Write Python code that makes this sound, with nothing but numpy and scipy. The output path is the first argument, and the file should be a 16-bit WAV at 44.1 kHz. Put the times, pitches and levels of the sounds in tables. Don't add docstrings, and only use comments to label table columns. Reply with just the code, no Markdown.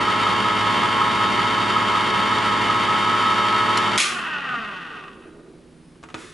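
import sys
import numpy as np
from scipy import signal
from scipy.fft import rfft, irfft, next_fast_len
from scipy.io import wavfile
from scipy.ndimage import uniform_filter1d, map_coordinates

SR = 44100
rng = np.random.default_rng(int(sys.argv[2]) if len(sys.argv) > 2 else 0)


def dump_mix(stems):
    frames = np.atleast_2d(stems).T
    limited = np.clip(frames, -1, 1)
    pcm = np.round(limited * 32767).astype(np.int16)
    wavfile.write(sys.argv[1], SR, pcm)


N = 279153

# time in seconds, speed in turns per second.
CUTTING_SPEED = [(0.0, 53.48), (0.22, 53.29), (0.45, 53.52), (0.58, 53.3), (0.7, 53.37), (1.0, 53.46),
                 (1.2, 53.33), (1.55, 53.48), (1.74, 53.72), (1.92, 53.47), (2.36, 53.64), (2.52, 53.36),
                 (2.95, 53.36), (3.05, 53.58), (3.3, 53.66), (3.52, 53.56), (3.7, 53.73), (3.95, 53.76)]
# frequency in Hz, relative level in dB.
LOADED_SPECTRUM = [(15, -62), (40, -17), (90, -9.5), (170, -5), (370, 3), (520, -4), (740, -1.5), (1000, 5),
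                   (1700, 0), (2700, -2.5), (3400, -2), (5200, -15.5), (7200, -22), (8500, -24.5),
                   (10800, -28.5)]
# frequency in Hz, relative level in dB.
FREE_SPECTRUM = [(40, -35), (120, -21.5), (220, -9.5), (320, -17.5), (410, -11.5), (520, -21.5),
                 (750, -13.5), (1000, -13), (1220, 0), (1340, -6.5), (1460, 0.5), (1560, -2), (1700, -12),
                 (1870, -2.5), (2020, -11), (2400, -18), (2540, -5), (2750, -9.5), (2950, -8), (3300, -13),
                 (4500, -26.5), (7000, -37.5), (10800, -48)]
# centre in Hz, width in Hz, gain in dB.
HOUSING_RESONANCES = [(198, 75, 11), (1080, 79, -7.5), (1294, 79, 13.5), (1560, 89, -1.5), (1733, 110, 3),
                      (1943, 180, 3.5), (2155, 65, 5.5), (2475, 220, -7), (3077, 125, 6), (3210, 175, 4.5),
                      (3756, 52, 8), (3983, 172, -11), (4450, 700, 3), (7250, 260, 7.5), (9860, 290, 2.5)]
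# shaft multiple, level in dB.
LOADED_TONES = [(1, -57), (3, -51.5), (4, -45), (6, -42), (8, -39), (10, -51), (16, -33.5), (17, -49),
                (18, -31.5), (25, -34.5), (26, -53.5), (27, -47.5), (29, -54), (31, -38), (32, -40),
                (35, -46), (37, -66), (40, -36.5), (42, -41), (48, -49.5), (56, -40.5)]
# time in seconds, relative gear level in dB, magnetic contour in dB.
WHINE_LEVELS = [(0.03, -28.5, -27.5), (1.03, -35, -25.5), (1.18, -32, -26.5), (2.29, -30, -27),
                (2.8, -29.5, -26.5), (3.25, -23, -26), (3.56, -22.5, -27), (3.9, -25.5, -26.5),
                (3.95, -33, -37)]
# position in teeth, whine surge in dB, half length in seconds.
HIGH_TEETH = [(0, -17.5, .005), (8.5, -23.5, .003), (22.5, -22, .004)]
# shaft multiple, relative level in dB.
COASTING_TONES = [(5, -4), (8, -3), (16, -1), (24, 0.5), (26, -4), (32, -6), (40, -2.5), (42, -9), (48, -4),
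                  (56, -7), (64, -9), (72, -5), (80, -9), (88, -10)]
# frequency in Hz, relative level in dB.
RUMBLE_SPECTRUM = [(110, -36), (160, -26), (250, -12), (330, 9.5), (430, 2.5), (560, -6), (1000, -22),
                   (3000, -71.5)]
# shaft multiple (rounded for pitch), mains multiple, base level in dB.
MAGNETIC_TONES = [(2, 0, -38), (0, 2, -45), (6, -2, -38), (0, 4, -40.5), (3, 2, -46), (0, 6, -38.5),
                  (0, 8, -57), (8.23, 2, -50), (0, 10, -40.5), (7.89, 4, -62), (16, 2, -36), (18, 2, -30.5),
                  (20, 2, -45), (31, 2, -49)]
# start in seconds, level in dB.
RIM_TICKS = [(3.7725, -17), (3.7759, -16)]
# frequency in Hz, relative level in dB, T60 in seconds.
RIM_MODES = [(2050, -11, .035), (2966, -9, .05), (3650, -13, .04), (4650, -13, .05), (7300, -16, .06)]
# start in seconds, level in dB, ring offset in dB.
LID_SNAPS = [(3.9775, -11, -2), (3.9823, -12.5, 2), (4.001, -13, 2.5)]
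# frequency in Hz, relative level in dB.
SNAP_SPECTRUM = [(100, -27), (900, -8), (1700, -3), (2300, 7.5), (3300, 5), (4500, 1), (6000, 0.5),
                 (7600, -1), (9000, -4), (10800, -5.5)]
# frequency in Hz, relative level in dB, T60 in seconds.
LID_MODES = [(2060, -1, .35), (2153, 2, .4), (2240, 1, .35), (2366, 4, .4), (2520, -1, .32), (2640, -3, .4),
             (3135, -1, .4), (3290, -2, .3), (3375, -1, .3), (3898, -7, .29), (4300, -9, .6),
             (5530, -20, 1.3), (6850, -1, .25)]
# start in seconds, level in dB.
HAND_KNOCKS = [(5.955, -49), (6.029, -37), (6.036, -32.5), (6.087, -36.5), (6.1012, -36.5), (6.143, -19.5)]
# frequency in Hz, relative level in dB.
KNOCK_SPECTRUM = [(40, -18), (100, 1), (220, -11), (330, -10), (480, -7), (700, -6), (1300, -3.5),
                  (1800, -11.5), (2700, -13.5), (4500, -23.5), (7500, -26), (11000, -40)]
# frequency in Hz, relative level in dB, T60 in seconds.
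HOLLOW_MODES = [(255, -20, .22), (320, -13, .28), (440, -17, .18), (620, -20, .12)]
# frequency in Hz, relative level in dB.
SLIDE_SPECTRUM = [(59, -34), (100, -8), (170, -13), (215, -23), (420, -7.5), (837, -36), (1020, -13.5),
                  (2570, -20), (11000, -31), (14300, -57), (22000, -120)]
# frequency in Hz, relative level in dB.
ROOM_SPECTRUM = [(25, -12), (55, -7.5), (120, -14.5), (160, -1), (200, -10), (320, -7.5), (650, -21.5),
                 (1500, -25.5), (4000, -32), (7000, -38), (9700, -36), (11000, -38)]
# frequency in Hz, level in dB.
ROOM_LINES = [(156, -62), (242, -59), (3908, -80)]
# centre in seconds, half length in seconds, frequency in Hz, level in dB.
WHISTLES = [(5.22, .1, 9450, -73), (5.85, .11, 9400, -72), (5.89, .1, 5100, -75)]
# frequency in Hz, side gain in dB.
STEREO_WIDTH = [(40, -19), (90, -14), (250, -7.5), (550, -3), (1200, -4.5), (4500, -7.5), (8000, -19)]
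# frequency in Hz, left minus right in dB.
STEREO_BALANCE = [(50, -2.0), (900, -2.3), (1200, .3), (2000, -.2), (4000, .7), (10000, .3)]

MAINS_HZ, FULL_SPEED_RPS, SWITCH_OFF_S = 60, 53.533, 3.978
PINION_TEETH, WHEEL_TEETH = 8, 80


def gear_rattle(turns, speed_rps, powered, free_db, loaded_db=-24.5, tick_db=-26, soft_rps=13.7):
    loaded = tooth_impacts(turns, speed_rps, wear_db=-0.33, jitter_db=0.04, backlash=1.0)
    loaded = rms_one(disperse(loaded, delay_s=0.003001) * tooth_load(turns))
    free = tooth_impacts(turns, speed_rps, wear_db=0.5, jitter_db=2.4, backlash=0.8)
    free = rms_one(disperse(free, delay_s=0.004))
    catches_s = np.flatnonzero(np.diff(np.floor(wheel_turns(turns)))) / SR
    ticks = bursts([(s, tick_db) for s in catches_s], t60_s=0.016)
    loaded = colour(powered * (loaded * from_db(loaded_db) + ticks), loaded_housing_db)
    loosened = ramp(start_s=2.8, length_s=0.55)
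    loaded += lowpass(loaded, order=1, top_hz=307) * (from_db(-7.5 * loosened) - 1)
    free = shaped((1 - powered) * free * from_db(free_db), FREE_SPECTRUM)
    dull = lowpass(free, order=2, top_hz=1720)
    free = dull + (free - dull) * np.tanh((speed_rps / soft_rps) ** 2)
    return kitchen(loaded + free, near_db=-4, far_db=-4.5)


def tooth_impacts(turns, speed_rps, wear_db, jitter_db, backlash):
    at = np.flatnonzero(np.diff(np.floor(turns * PINION_TEETH)))
    tooth = np.arange(len(at)) % WHEEL_TEETH
    wear, polarity = rng.standard_normal((2, WHEEL_TEETH))
    jitter, lag, bounce = np.clip(rng.standard_normal((3000, 3))[:len(at)], -1.6, 1.6).T
    period_s = 1 / (PINION_TEETH * speed_rps[at])
    size = from_db(wear_db * wear[tooth] + jitter_db * jitter) * np.sqrt(period_s)
    firm = clicks(at / SR, size * np.sign(polarity[tooth]))
    rebound = clicks(at / SR + period_s * np.abs(lag) / 2, size * bounce)
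    return rms_one(firm + backlash * rebound)


def tooth_load(turns, tight_tooth=54):
    wheel = wheel_turns(turns)
    buzz_db = 1.4 * np.sin(2 * np.pi * 2 * MAINS_HZ * seconds_since(0))
    pulse_db = 0.8 * np.sin(2 * np.pi * wheel * WHEEL_TEETH / PINION_TEETH)
    oval_rad = 2 * np.pi * (wheel - tight_tooth / WHEEL_TEETH)
    throb_db = 0.8 * (np.cos(oval_rad) / 2 + np.cos(2 * oval_rad))
    return from_db(buzz_db + pulse_db + throb_db + 0.09 * drift(21.87))


def loaded_housing_db(hz):
    resonance_db = sum(db / (1 + (2 * (hz - centre_hz) / width_hz) ** 2)
                       for centre_hz, width_hz, db in HOUSING_RESONANCES)
    return at_hz(LOADED_SPECTRUM, hz) + resonance_db


def disperse(x, delay_s):
    size = next_fast_len(N + SR // 4)
    hz = np.fft.rfftfreq(size, 1 / SR)
    delays_s = np.interp(hz, np.linspace(0, SR / 2, 300), delay_s * rng.exponential(1, 300))
    return irfft(rfft(x, size) * np.exp(-2j * np.pi * np.cumsum(delays_s) * SR / size), size)[:N]


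def cutting_whine(turns, powered, whine_db, main_order=24, pressing_tooth=6.2):
    unsteady = turns + 0.001 * drift(45)
    wheel, surge = wheel_turns(turns), 0
    for tooth, level_db, half_s in HIGH_TEETH:
        offset_turns = (wheel - tooth / WHEEL_TEETH + 0.5) % 1 - 0.5
        offset_s = offset_turns * WHEEL_TEETH / PINION_TEETH / FULL_SPEED_RPS
        surge += from_db(level_db) * bell(offset_s / half_s)
    flutter = 1 + 0.55 * np.cos(2 * np.pi * (wheel * WHEEL_TEETH - pressing_tooth) / PINION_TEETH)
    steady = flutter * from_db(whine_db - 1.5 + 1.6 * drift(70))
    surge *= from_db(2.3 * drift(9.65))
    out = tone(main_order * unsteady, np.hypot(steady, surge), spread_rad=0.26)
    for order, level_db in LOADED_TONES:
        out += tone(order * unsteady, from_db(level_db + 1.3 * drift(21.86)), spread_rad=0.39)
    return powered * out


def coasting_whine(turns, speed_rps, free_db, critical_rps=30.3, width_rps=1.3, rise_s=0.15):
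    singing_db = free_db + 3.8 + 5.5 / (1 + ((speed_rps - critical_rps) / width_rps) ** 2)
    out = 0
    for order, level_db in COASTING_TONES:
        resonance_db = 1.19 * at_hz(FREE_SPECTRUM, order * speed_rps)
        gain = from_db(singing_db + level_db + resonance_db + 2.6 * drift(35))
        backlash_cycles = 0.15 * drift(60)
        out += tone(order * turns + backlash_cycles, gain, spread_rad=0.29)
    return (1 - np.exp(-seconds_since(SWITCH_OFF_S) / rise_s)) * out


def coasting_rumble(turns, speed_rps, powered, crawl_rps=9.3, width_rps=7.5):
    throb = 1 + 0.2 * np.sin(2 * np.pi * turns)
    crawl = bell((speed_rps - crawl_rps) / width_rps) * np.tanh(speed_rps)
    gain = from_db(-39.5) * (speed_rps / FULL_SPEED_RPS) ** 3.7 + from_db(-45.5) * crawl
    rumble = shaped(rng.standard_normal(N) * throb * (1 - powered) * gain, RUMBLE_SPECTRUM)
    return kitchen(rumble, near_db=-27, far_db=-24)


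def coasting_db(turns, speed_rps, knee_rps=31):
    return -28 - 20 * np.log10(1 + (knee_rps / speed_rps) ** 2.36) + 0.5 * np.sin(2 * np.pi * turns)


def shaft_speed_rps(drag_s=1.54, friction_rps_per_s=14.6):
    cutting = in_time(CUTTING_SPEED)[0] + 0.06 * drift(20)
    off_s = seconds_since(SWITCH_OFF_S)
    braking_rps = friction_rps_per_s * drag_s
    coasting = (FULL_SPEED_RPS + braking_rps) * np.exp(-off_s / drag_s) - braking_rps
    return np.where(off_s > 0, np.maximum(coasting, 1e-3), cutting)


def wheel_turns(turns, catch_s=1.206):
    return (turns - np.interp(catch_s * SR, np.arange(N), turns)) * PINION_TEETH / WHEEL_TEETH


def motor_hum(turns, powered, magnetic_db):
    mains_cycles = MAINS_HZ * seconds_since(0)
    load_db = 3 + 1.9 * (magnetic_db - np.average(magnetic_db, weights=powered))
    out = 0
    for order, multiple, level_db in MAGNETIC_TONES:
        gain = powered * from_db(level_db + load_db * (order > PINION_TEETH) + 1.43 * drift(12))
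        out += tone(round(order) * turns + multiple * mains_cycles, gain, spread_rad=0.62)
    return out


def rim_tick():
    crack = shaped(from_db(-1) * bursts(RIM_TICKS, t60_s=0.012), SNAP_SPECTRUM)
    return kitchen(crack + struck(RIM_TICKS, RIM_MODES), near_db=-6, far_db=-8)


def lid_snaps():
    hits = [(s, db) for s, db, _ in LID_SNAPS]
    rings = [(s, db + ring_db) for s, db, ring_db in LID_SNAPS]
    crack = from_db(-1.5) * bursts(hits, t60_s=0.019)
    shimmer = from_db(-15.5) * bursts(rings, t60_s=0.37)
    ring = from_db(-25.5) * struck(rings, LID_MODES)
    return kitchen(shaped(crack + shimmer, SNAP_SPECTRUM) + ring, near_db=-6, far_db=1)


def hand(slide_s=6.145, attack_s=0.047, fade_db_per_s=31):
    thuds = from_db(-2) * bursts(HAND_KNOCKS, t60_s=0.038)
    tails = from_db(-20.5) * bursts(HAND_KNOCKS, t60_s=0.3)
    knocks = shaped(thuds + tails, KNOCK_SPECTRUM) + struck(HAND_KNOCKS, HOLLOW_MODES)
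    slide_db = -42 - fade_db_per_s * seconds_since(slide_s + attack_s) + 0.98 * drift(79)
    friction = ramp(slide_s, attack_s) * from_db(slide_db) * rng.standard_normal(N)
    return kitchen(knocks + shaped(friction, SLIDE_SPECTRUM), near_db=-3.5, far_db=-9)


def kitchen(x, near_db, far_db):
    near = from_db(near_db) * scatter(x, t60_s=0.055)
    far = from_db(far_db) * scatter(x, t60_s=0.43)
    return x + near + far


def scatter(x, t60_s):
    size = SR // 2
    tail = rfft(rng.standard_normal((2, size)) * from_db(-60 * np.arange(size) / SR / t60_s))
    tail /= np.sqrt(uniform_filter1d(np.abs(tail) ** 2, size=60, axis=1) + 1e-9)
    return signal.fftconvolve(np.atleast_2d(x), irfft(tail)[:, :size - SR // 20], axes=1)[:, :N]


def room_tone():
    time_s = seconds_since(0)
    noise = rng.standard_normal(N) + 0.94 * rng.standard_normal((2, N))
    out = from_db(-52) * shaped(noise, ROOM_SPECTRUM)
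    for hz, db in ROOM_LINES:
        out += tone(hz * time_s, from_db(db + 1.8 * drift(4.2)), spread_rad=0.086)
    for centre_s, half_s, hz, db in WHISTLES:
        gain = from_db(db) * bell((time_s - centre_s) / half_s)
        out += tone(hz * time_s + drift(20), gain, spread_rad=0.086)
    return out


def tone(cycles, rms, spread_rad):
    offset_rad = spread_rad * rng.choice([-1, 1]) * np.array([[1], [-1]])
    return np.sqrt(2) * rms * np.sin(2 * np.pi * (cycles + rng.random()) + offset_rad)


def clicks(times_s, sizes):
    return np.bincount((times_s * SR).astype(int), sizes, N)[:N]


def bursts(hits, t60_s):
    times_s, levels_db = np.transpose(hits)
    decay = from_db(-60 / (t60_s * SR))
    envelope = signal.lfilter([1], [1, -decay], clicks(times_s, from_db(levels_db)) + 1e-18)
    return envelope * rng.standard_normal(N)


def struck(hits, modes):
    times_s, levels_db = np.transpose(hits)
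    age_s = np.arange(SR) / SR
    ring = sum(from_db(db - 60 * age_s / t60_s) * np.sin(2 * np.pi * hz * age_s)
               for hz, db, t60_s in modes)
    return signal.fftconvolve(clicks(times_s, from_db(levels_db)), ring)[:N]


def colour(x, db_at):
    size = next_fast_len(N + SR // 4, real=True)
    size += size % 2
    gain = rms_one(from_db(db_at(np.fft.rfftfreq(size, 1 / SR))))
    cepstrum = irfft(np.log(gain))
    cepstrum[1:size // 2] *= 2
    cepstrum[size // 2 + 1:] = 0
    return irfft(rfft(x, size) * np.exp(rfft(cepstrum)))[..., :N]


def shaped(x, spectrum):
    return colour(x, lambda hz: at_hz(spectrum, hz))


def lowpass(x, order, top_hz):
    return signal.sosfilt(signal.butter(order, top_hz, fs=SR, output="sos"), x)


def at_hz(spectrum, hz):
    knots_hz, db = np.transpose(spectrum)
    return np.interp(np.log(np.maximum(hz, 1)), np.log(knots_hz), db)


def in_time(rows):
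    times_s, *columns = np.transpose(rows)
    return [np.interp(seconds_since(0), times_s, column) for column in columns]


def drift(rate_hz):
    knots = rng.standard_normal(4000)
    curve = map_coordinates(knots, [np.arange(0, N, 32) / SR * rate_hz], order=3, mode="wrap")
    return rms_one(curve).repeat(32)[:N]


def seconds_since(start_s):
    return np.maximum(np.arange(N) / SR - start_s, 0)


def ramp(start_s, length_s):
    return np.minimum(seconds_since(start_s) / length_s, 1)


def bell(x):
    return np.exp(-np.minimum(x ** 2, 20))


def from_db(db):
    return 10 ** (np.asarray(db) / 20)


def rms_one(x):
    return x / np.sqrt(np.mean(x ** 2) + 1e-20)


def scene():
    speed_rps = shaft_speed_rps()
    turns = np.cumsum(speed_rps) / SR
    powered = np.clip((SWITCH_OFF_S - seconds_since(0)) / 0.018 + 0.5, 0, 1)
    whine_db, magnetic_db = in_time(WHINE_LEVELS)
    free_db = coasting_db(turns, speed_rps)
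    rattle = gear_rattle(turns, speed_rps, powered, free_db)
    whine = cutting_whine(turns, powered, whine_db) + coasting_whine(turns, speed_rps, free_db)
    hum = motor_hum(turns, powered, magnetic_db)
    rumble = coasting_rumble(turns, speed_rps, powered)
    return rattle + whine + hum + rumble + rim_tick() + lid_snaps() + hand() + room_tone()


def record(dry, cutoff_hz=11030):
    size = next_fast_len(N + SR // 4)
    hz = np.fft.rfftfreq(size, 1 / SR)
    pair = rfft(dry, size)
    mid = pair.mean(axis=0)
    pair = mid + (pair - mid) * from_db(at_hz(STEREO_WIDTH, hz))
    pair *= from_db(at_hz(STEREO_BALANCE, hz) * np.array([[0.5], [-0.5]]))
    top_cut = signal.ellip(12, 0.1, 90, cutoff_hz, fs=SR, output="sos")
    return signal.sosfilt(top_cut, irfft(pair, size)[:, :N])


dry = scene()
out = record(dry)
dump_mix(out)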